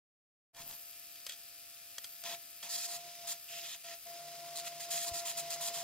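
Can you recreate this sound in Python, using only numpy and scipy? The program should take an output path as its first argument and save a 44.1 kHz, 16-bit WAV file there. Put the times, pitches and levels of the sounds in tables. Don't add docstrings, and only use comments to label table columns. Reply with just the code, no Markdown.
import sys
import numpy as np
from scipy import signal
from scipy.fft import rfft, irfft, next_fast_len
from scipy.io import wavfile
from scipy.ndimage import uniform_filter1d

SR = 44100
rng = np.random.default_rng(int(sys.argv[2]) if len(sys.argv) > 2 else 0)


def dump(signal):
    limited = np.clip(np.atleast_2d(signal).T, -1, 1)
    pcm = np.round(limited * 32767).astype(np.int16)
    wavfile.write(sys.argv[1], SR, pcm)


N = 257103
TIME = np.arange(N) / SR
START_S = 0.528
WHINE_ORDER = 50
SWING_ORDER = 11

# (touch time [s], lift time [s], resting hiss at touch [dB], resting hiss at lift [dB])
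CONTACTS = [(2.229, 2.35, -48, -57), (2.623, 3.349, -58.5, -54), (3.489, 3.676, -52, -51),
            (3.741, 3.747, -70, -67), (3.836, 3.943, -54, -70), (4.054, 5.9, -57, -47.5)]
# (frequency [Hz], likeness [0-1], left lead [rad], left minus right [dB])
PORTS_MOTOR = [(20, 1, 0, 0), (110, 1, 0, 0), (170, .98, 0, 0), (330, .4, 0, 1.5), (950, .4, -.6, 2),
               (1500, .6, 0, 5), (2900, .7, .8, 3), (4570, .6, 1.1, 1), (6800, .6, 2.4, 2),
               (11300, .6, 2.3, 2.5), (16000, .6, 2.4, 2.5)]
# (frequency [Hz], likeness [0-1], left lead [rad], left minus right [dB])
PORTS_WORK = [(20, 1, 0, 0), (640, 1, 0, 0), (1900, .995, 0, 0), (2500, .93, .25, 0), (3300, .75, .7, 0),
              (4740, .65, 1.5, 0), (6800, .6, 2.2, -.5), (10000, .6, 1.9, 0), (13000, .6, 1.7, 1),
              (16000, .55, 2.2, 1.5)]
# (frequency [Hz], width [Hz], height [dB])
HOUSING_RINGS = [(2420, 20, -12), (2700, 20, 4), (4910, 420, 0), (7690, 110, -6), (10400, 530, -11.5),
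                 (13100, 74, 7)]


def gain_of(db):
    return 10 ** (np.asarray(db) / 20)


def evened(x):
    return x / np.sqrt(np.mean(x ** 2) + 1e-20)


def read(points, hz):
    f, *columns = np.transpose(points)
    return np.squeeze([np.interp(np.log(hz + 1), np.log(f + 1), c) for c in columns])


def curve(rows):
    s, *columns = np.transpose(rows)
    return [np.interp(TIME, s, c) for c in columns]


def add(mix, s, sound):
    part = mix[..., round(s * SR):][..., :sound.shape[-1]]
    part += sound[..., :part.shape[-1]]


def wander(hz):
    pole = np.exp(-2 * np.pi * hz / SR)
    return evened(signal.lfilter([1], [1, -pole], rng.standard_normal(N)))


def slow(hz):
    return evened(uniform_filter1d(wander(hz), round(SR / hz / 2)))


def coloured(drive, colour, ports, rings=()):
    size = next_fast_len(N)
    hz = np.fft.rfftfreq(size, 1 / SR)
    shared, differing = rfft(drive, size)
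    likeness, lead, lean_db = read(ports, hz)
    side = np.array([[.5], [-.5]])
    angle = np.arccos(np.clip(likeness, 0, 1)) / 2
    pair = shared * np.cos(angle) + 2 * side * differing * np.sin(angle)
    pair = pair * np.exp(1j * lead * side)
    peaks = 1 + sum(gain_of(db) / (1 + (2 * (hz - f) / w) ** 2) for f, w, db in rings)
    level = gain_of(read(colour, hz) + lean_db * side)
    return evened(irfft(pair * peaks * level, size)[:, :N])


def grit(grain_db, flutter_db, flutter_hz):
    grain = np.minimum(rng.exponential(1, N), 3)
    size = gain_of(grain_db * grain + flutter_db * wander(flutter_hz))
    return rng.standard_normal((2, N)) * size


def touch(start, end):
    land_s, lift_db_per_s = 0.017, 406
    return np.clip((TIME - start) / land_s, 0, 1) * gain_of(-lift_db_per_s * np.maximum(TIME - end, 0))


def room_tone():
    # (frequency [Hz], relative density [dB per Hz])
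    room_colour = [(12, -50), (25, -11), (80, -2.5), (300, -10), (500, -8.5), (900, -27), (1500, -39),
                   (2200, -25.5)]
    return gain_of(-77) * coloured(rng.standard_normal((2, N)), room_colour, PORTS_MOTOR)


def shuffle():
    # (frequency [Hz], relative density [dB per Hz])
    bench_colour = [(15, 4), (40, 0), (80, -4), (150, 0), (450, -10.5), (1000, -6), (1500, -14.5)]
    top_s, end_s, top_db, lumps_db = 0.606, 0.754, -58, 3.5
    rise_db_per_s, sag_db_per_s, stop_db_per_s = 130, 45, 600
    since = TIME - top_s
    level_db = top_db + np.minimum(rise_db_per_s * since, -sag_db_per_s * since)
    level_db -= stop_db_per_s * np.maximum(TIME - end_s, 0)
    return gain_of(level_db) * coloured(grit(0.87, lumps_db, 50), bench_colour, PORTS_WORK)


def thumps():
    # (time [s], level [dB], frequency [Hz])
    bumps = [(5.114, -46.5, 75)]
    out, t = np.zeros(N), np.arange(3000) / SR
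    for s, db, hz in bumps:
        cycles = hz * t
        envelope = 3.4 * cycles * np.exp(-1.6 * cycles ** 2)
        add(out, s, gain_of(db) * np.sin(2 * np.pi * cycles) * envelope)
    return out


def taps():
    # (frequency [Hz], relative level [dB], time to fall 60 dB [s])
    plate_modes = [(596, -13, 0.021), (1900, -7.5, 0.018), (2610, -9, 0.012), (3290, 6.5, 0.013),
                   (4480, 4.5, 0.011), (5010, -2, 0.013), (6170, 0, 0.010), (7400, -2.5, 0.0081)]
    # (time [s], peak of the ring before the bass cut [dB], scrape decay [ms], 1.2 at least)
    tap_times = [(0.5475, -47, 2.0), (0.5663, -47, 2.8), (0.6175, -45.5, 2.4), (0.698, -43, 1.2),
                 (0.711, -42, 1.4), (0.7264, -42, 1.7), (0.931, -44.5, 1.8), (1.1574, -46, 3.6),
                 (1.202, -46.5, 3.2), (1.2643, -30, 6.5), (1.2945, -32.5, 3.1), (1.322, -38, 1.8),
                 (1.335, -42, 2.6), (1.9821, -29.5, 3.2), (2.0424, -31.5, 5.9), (2.2378, -35, 2.5),
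                 (2.6301, -35.5, 1.5), (4.508, -42, 1.1), (4.805, -37, 2.8), (5.506, -45, 2.0)]
    crack_db = -10.5
    out, t = np.zeros((2, N)), np.arange(2000) / SR
    modes = sum(gain_of(db - 60 * t / t60) * np.cos(2 * np.pi * hz * t) for hz, db, t60 in plate_modes)
    no_bass = signal.butter(2, 500, "high", fs=SR)
    broad = signal.butter(1, [1300, 9000], "band", fs=SR)
    for s, db, scrape_ms in tap_times:
        lasting = max(scrape_ms, 1.2) / 1000
        shape = np.exp(-t / lasting) * np.minimum(4 * t / lasting, 1)
        noise = rng.standard_normal((3, len(t))) * shape
        blow = noise[2:] + 0.28 * noise[:2]
        ring = signal.fftconvolve(blow, modes[None])[:, :len(t)]
        crack = gain_of(crack_db) * signal.lfilter(*broad, blow)
        sound = ring / abs(ring).max() + crack
        add(out, s, gain_of(db) * signal.lfilter(*no_bass, sound))
    return out


def drumming(level_db):
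    # (frequency [Hz], relative density [dB per Hz])
    rumble_colour = [(60, -42), (150, 1.5), (250, 1), (450, 1.5), (620, 13.5), (800, 0.5), (1000, 5),
                     (1500, 4), (2200, 4.5)]
    return gain_of(level_db - 5.5) * coloured(grit(0.54, 3.7, 44), rumble_colour, PORTS_WORK)


def gear():
    # (time [s], pitch [Hz])
    whine_pitch = [(.55, 685.5), (2.2, 684.3), (2.32, 687.5), (2.45, 684.4), (2.62, 685), (2.68, 690),
                   (3.02, 696), (3.12, 694.5), (3.25, 688.5), (3.5, 687), (3.6, 683.5), (3.7, 686.5),
                   (3.93, 682.5), (4.2, 690), (4.85, 689), (5.2, 688), (5.35, 685), (5.83, 688.5)]
    # (time [s], level [dB])
    air_level = [(.54, -67), (.6, -59), (.67, -64), (.82, -70), (3.5, -69.5), (3.7, -81), (3.99, -90),
                 (4.04, -75)]
    # (time [s], level [dB])
    press_level = [(2.24, -54.5), (2.345, -49), (2.64, -63), (2.776, -55), (2.83, -62), (2.86, -54.5),
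                   (2.975, -50.5), (3.022, -57.5), (3.06, -53), (3.15, -64), (3.254, -51.5), (3.34, -58),
                   (3.5, -60.5), (3.55, -53), (3.67, -59), (3.75, -57.5), (3.86, -53), (4.08, -50.5),
                   (4.35, -52.5), (4.4, -51), (4.48, -49), (4.89, -50.5), (4.945, -43.5), (5.01, -48),
                   (5.14, -44.5), (5.29, -49.5), (5.33, -53), (5.39, -46), (5.83, -46.5)]
    wobble_db, wobble_hz = 1.0, 36
    turns = np.cumsum(curve(whine_pitch)[0]) / SR / WHINE_ORDER
    held = sum(touch(start, end) for start, end, *_ in CONTACTS)
    pressed = gain_of(curve(press_level)[0] + wobble_db * slow(wobble_hz))
    level = gain_of(curve(air_level)[0]) + held * pressed
    tick_s = 1.959
    return turns - np.interp(tick_s, TIME, turns), 20 * np.log10(level)


def motor(turns):
    # (frequency [Hz], relative density [dB per Hz])
    housing_colour = [(470, -43), (800, -23), (940, -24), (1330, -16.5), (1580, -13.5), (1670, -13),
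                      (2480, -5.5), (6780, -4.5), (12000, -4), (15600, -6)]
    # (frequency [Hz], relative density [dB per Hz])
    treble_colour = [(8000, -30), (11000, -14), (12600, -7), (13400, 0), (14200, -7), (15700, -12)]
    # (time [s], relative level [dB])
    treble_level = [(.6, 2), (.68, 15.5), (1.0, 8), (1.35, 6.5), (1.8, 4), (2.1, 11.5), (2.6, 8), (3.1, 2),
                    (3.6, 12.5), (3.8, 3), (4.1, 11.5), (4.3, -31), (5.83, -1)]
    rattle_db, rise_s = -52, 0.068
    level = gain_of(rattle_db) * np.clip((TIME - START_S) / rise_s, 0, 1)
    pulse = SWING_ORDER * turns % 1
    tooth = rng.standard_normal(50)[(50 * turns % 50).astype(int)]
    beat = (1 + .5 * np.exp(-pulse / 0.17)) * gain_of(1.12 * tooth)
    body = coloured(grit(0.37, 0.21, 180) * beat, housing_colour, PORTS_MOTOR, HOUSING_RINGS)
    sizes = rng.random(100)[np.floor(turns).astype(int) % 100]
    tick = 6 * sizes * np.exp(-(turns % 1) / .012)
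    strike = gain_of(curve(treble_level)[0]) * beat ** 2.8 + tick
    ring = coloured(grit(1.5, 2.5, 150) * strike, treble_colour, PORTS_MOTOR)
    return level * (body + gain_of(-4.5) * ring)


def plate_tones(cycle):
    # (multiple of the turn rate, relative level before the trim [dB])
    plate_orders = [(11, -23), (22, -30), (25, -24), (33, -27), (44, -25), (61, -28), (72, -22), (75, -27),
                    (83, -28), (100, -23), (150, -21)]
    trim_db, drift_db, drift_hz = -5.5, 7.4, 6.3
    pressed = np.sin(WHINE_ORDER * cycle) / np.sqrt(2)
    for order, db in plate_orders:
        level_db = db + trim_db + drift_db * np.tanh(wander(drift_hz))
        pressed += gain_of(level_db) * np.sin(order * cycle + 2 * np.pi * rng.random())
    return pressed


def air_tones(cycle):
    # (frequency [Hz], amplitude [dB])
    free_lines = [(301.5, -86), (532.9, -84.5), (683.7, -72), (834.4, -89.5), (1136, -91), (1206, -84),
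                  (1287, -81), (1367, -83.5), (1437, -108), (1507, -83), (1669, -93), (1712, -80),
                  (1820, -81.5), (1970, -103), (2051, -80.5), (2342, -83), (2396, -77), (2546, -76.5)]
    idle_hz = 683.7
    free = np.zeros((2, N))
    for hz, db in free_lines:
        order = round(WHINE_ORDER * hz / idle_hz)
        if order != WHINE_ORDER:
            phase = 2 * np.pi * rng.random() + np.array([[0], [hz / 2500]])
            free += gain_of(db + 2.0 * wander(2.7)) * np.sin(order * cycle + phase)
    return free


def whine(turns, level_db):
    cycle = 2 * np.pi * turns
    pressed, free = plate_tones(cycle), air_tones(cycle)
    sway_db = 0.34 + 0.4 * slow(1.2)
    sides_db = np.array([[1], [-1]]) * sway_db
    return gain_of(2.5) * (gain_of(level_db + 2.0 + sides_db) * pressed + free)


def resting():
    return sum(touch(start, end) * gain_of(np.interp(TIME, [start, end], db)) for start, end, *db in CONTACTS)


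def chatter(turns):
    # (start [s], end [s], depth [0-1])
    spells = [(4.559, 4.612, .85), (5.5055, 5.55, .55)]
    decay = 0.5
    gain = np.ones(N)
    for start, end, depth in spells:
        swings = SWING_ORDER * (turns - np.interp(start, TIME, turns)) % 1
        burst = 1 - depth + depth * np.exp(-swings / decay) / decay
        gain = np.where((TIME > start) & (TIME < end), burst, gain)
    return gain


def bristles(turns):
    # (start [s], end [s], hiss on paste [dB],
    # hiss on metal [dB], change over the rub [dB], plate body [dB], rasp frequency [Hz], rasp [dB])
    rubs = [(0.561, 0.63, -56.5, -60, 10, -56.5, 1950, -83),
            (0.689, 0.76, -61, -55.5, -5, -61.5, 2850, -81),
            (1.292, 1.354, -54.5, -55, -11, -77, 3340, -54),
            (2.249, 2.357, -46, -50, -1.5, -52.5, 3440, -51),
            (2.627, 2.697, -51, -51, -8.5, -55.5, 2530, -70),
            (2.694, 2.77, -50.5, -39.5, 5.5, -59.5, 4940, -44.5),
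            (2.776, 2.872, -51, -41.5, 2, -62, 4830, -48), (2.88, 2.971, -52, -43.5, 3, -58.5, 4570, -52.5),
            (3.271, 3.334, -50, -39, 2.5, -56.5, 3480, -54), (3.48, 3.601, -55, -52, 6, -85, 2820, -52),
            (3.635, 3.757, -51, -50, 3, -65, 3500, -52), (3.841, 3.949, -51.5, -55, 3.5, -70, 2750, -60),
            (4.557, 4.61, -58, -42, 1, -63, 4150, -48), (4.646, 4.687, -50, -45, 9, -64, 2740, -56.5),
            (4.801, 4.86, -53, -46, -4, -68, 3220, -61), (4.906, 5.06, -47, -38, -5, -64, 3150, -55.5),
            (5.061, 5.091, -54, -40.5, 16, -51, 4500, -48), (5.137, 5.212, -51, -40.5, 2, -70, 4800, -52),
            (5.253, 5.323, -47, -39.5, 2, -54, 3080, -52.5), (5.371, 5.412, -50, -37.5, 1, -55, 4900, -62),
            (5.502, 5.552, -48, -39, 1, -60, 4700, -48), (5.609, 5.695, -51, -38.5, 5, -54.5, 3480, -51),
            (5.737, 5.82, -52, -43, -3, -54.5, 3370, -53.5)]
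    # (frequency [Hz], relative density [dB per Hz])
    paste_colour = [(470, -58), (800, -40), (1000, -52), (1110, -17), (1340, 5), (1440, -4.5), (2470, 2),
                    (6650, 4), (9220, -49), (14100, -51), (16000, -84)]
    # (frequency [Hz], relative density [dB per Hz])
    metal_colour = [(900, -39), (1500, -28), (2500, -21), (3300, -5.5), (4100, -0.5), (4800, -0.5),
                    (5800, -1.5), (7300, 4), (9200, -1), (11500, -14), (13200, -3.5), (14400, -3.5),
                    (15700, -11)]
    # (frequency [Hz], width [Hz], height [dB])
    metal_rings = [(1848, 186, 5.5), (2538, 44, 8), (3304, 13, 12.5), (4010, 24, 2), (4900, 130, -4),
                   (6160, 22, -11), (6570, 76, 2), (7150, 64, 7.5), (7430, 55, 0), (8550, 43, -1.5),
                   (10080, 190, 11), (10860, 99, 16.5), (12000, 260, 14), (14800, 240, 1)]
    # (frequency [Hz], relative density [dB per Hz])
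    body_colour = [(18, -12), (40, -37), (150, -9), (350, -12), (535, -8.5), (800, -3), (996, 2),
                   (1500, -17), (2000, -11.5)]
    # (frequency [Hz], relative density [dB per Hz])
    resting_colour = [(470, -13), (800, -11), (831, -29), (1630, -7), (2020, 2), (3340, 4), (4080, 6.5),
                      (4460, 0.5), (4930, 5.5), (6740, 6), (11800, -23.5), (13400, -1), (16000, -12)]
    swing_phase = 2 * np.pi * SWING_ORDER * turns
    swing = 1 + .06 * np.cos(swing_phase) + .07 * np.cos(2 * swing_phase)
    paste = coloured(grit(4.5, 2.85, 220) * swing, paste_colour, PORTS_WORK, metal_rings)
    paste = paste * gain_of(0.5 * wander(27))
    metal = coloured(grit(4.2, 0.64, 290) * swing, metal_colour, PORTS_WORK, metal_rings)
    metal = metal * gain_of(0.91 * wander(34))
    scratch = coloured(grit(8.5, 1.8, 200) * swing, paste_colour, PORTS_WORK)
    body = coloured(grit(1.0, 1.9, 94), body_colour, PORTS_WORK)
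    rest = coloured(grit(0.63, 0.91, 200) * swing, resting_colour, PORTS_WORK, HOUSING_RINGS[2:3])
    out = resting() * gain_of(1.5 * wander(29)) * rest
    knocks = chatter(turns)
    for start, end, paste_db, metal_db, change_db, body_db, rasp_hz, rasp_db in rubs:
        span = slice(round(start * SR) - 500, round(end * SR) + 3000)
        t, length = TIME[span] - start, end - start
        rise = np.clip(t / 0.01 + .5, 0, 1)
        fall = np.exp(-np.maximum(t - length + 0.0084, 0) / 0.01)
        change = gain_of(change_db * np.clip(t / length - .5, -.5, .5))
        shape = rise * fall * knocks[span] * change
        gap = signal.iirpeak(rasp_hz, 3.0, SR)
        rasp = evened(signal.lfilter(*gap, signal.lfilter(*gap, scratch[:, span])))
        hiss = gain_of(paste_db) * paste[:, span] + gain_of(metal_db) * metal[:, span]
        out[:, span] += shape * (hiss + gain_of(body_db) * body[:, span] + gain_of(rasp_db) * rasp)
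    return out


def scene():
    turns, level_db = gear()
    background = room_tone() + shuffle() + thumps()
    plate = taps() + drumming(level_db)
    brush = motor(turns) + whine(turns, level_db) + bristles(turns)
    return background + plate + brush


def record(dry):
    fade_in_s, edge_hz = 0.02, 15800
    opened = dry * np.clip((TIME - START_S) / fade_in_s, 0, 1) ** 2
    low_pass = signal.firwin(1023, edge_hz, window=("kaiser", 8), fs=SR)
    return signal.oaconvolve(opened, low_pass[None], "same")


dry = scene()
out = record(dry)
dump(out)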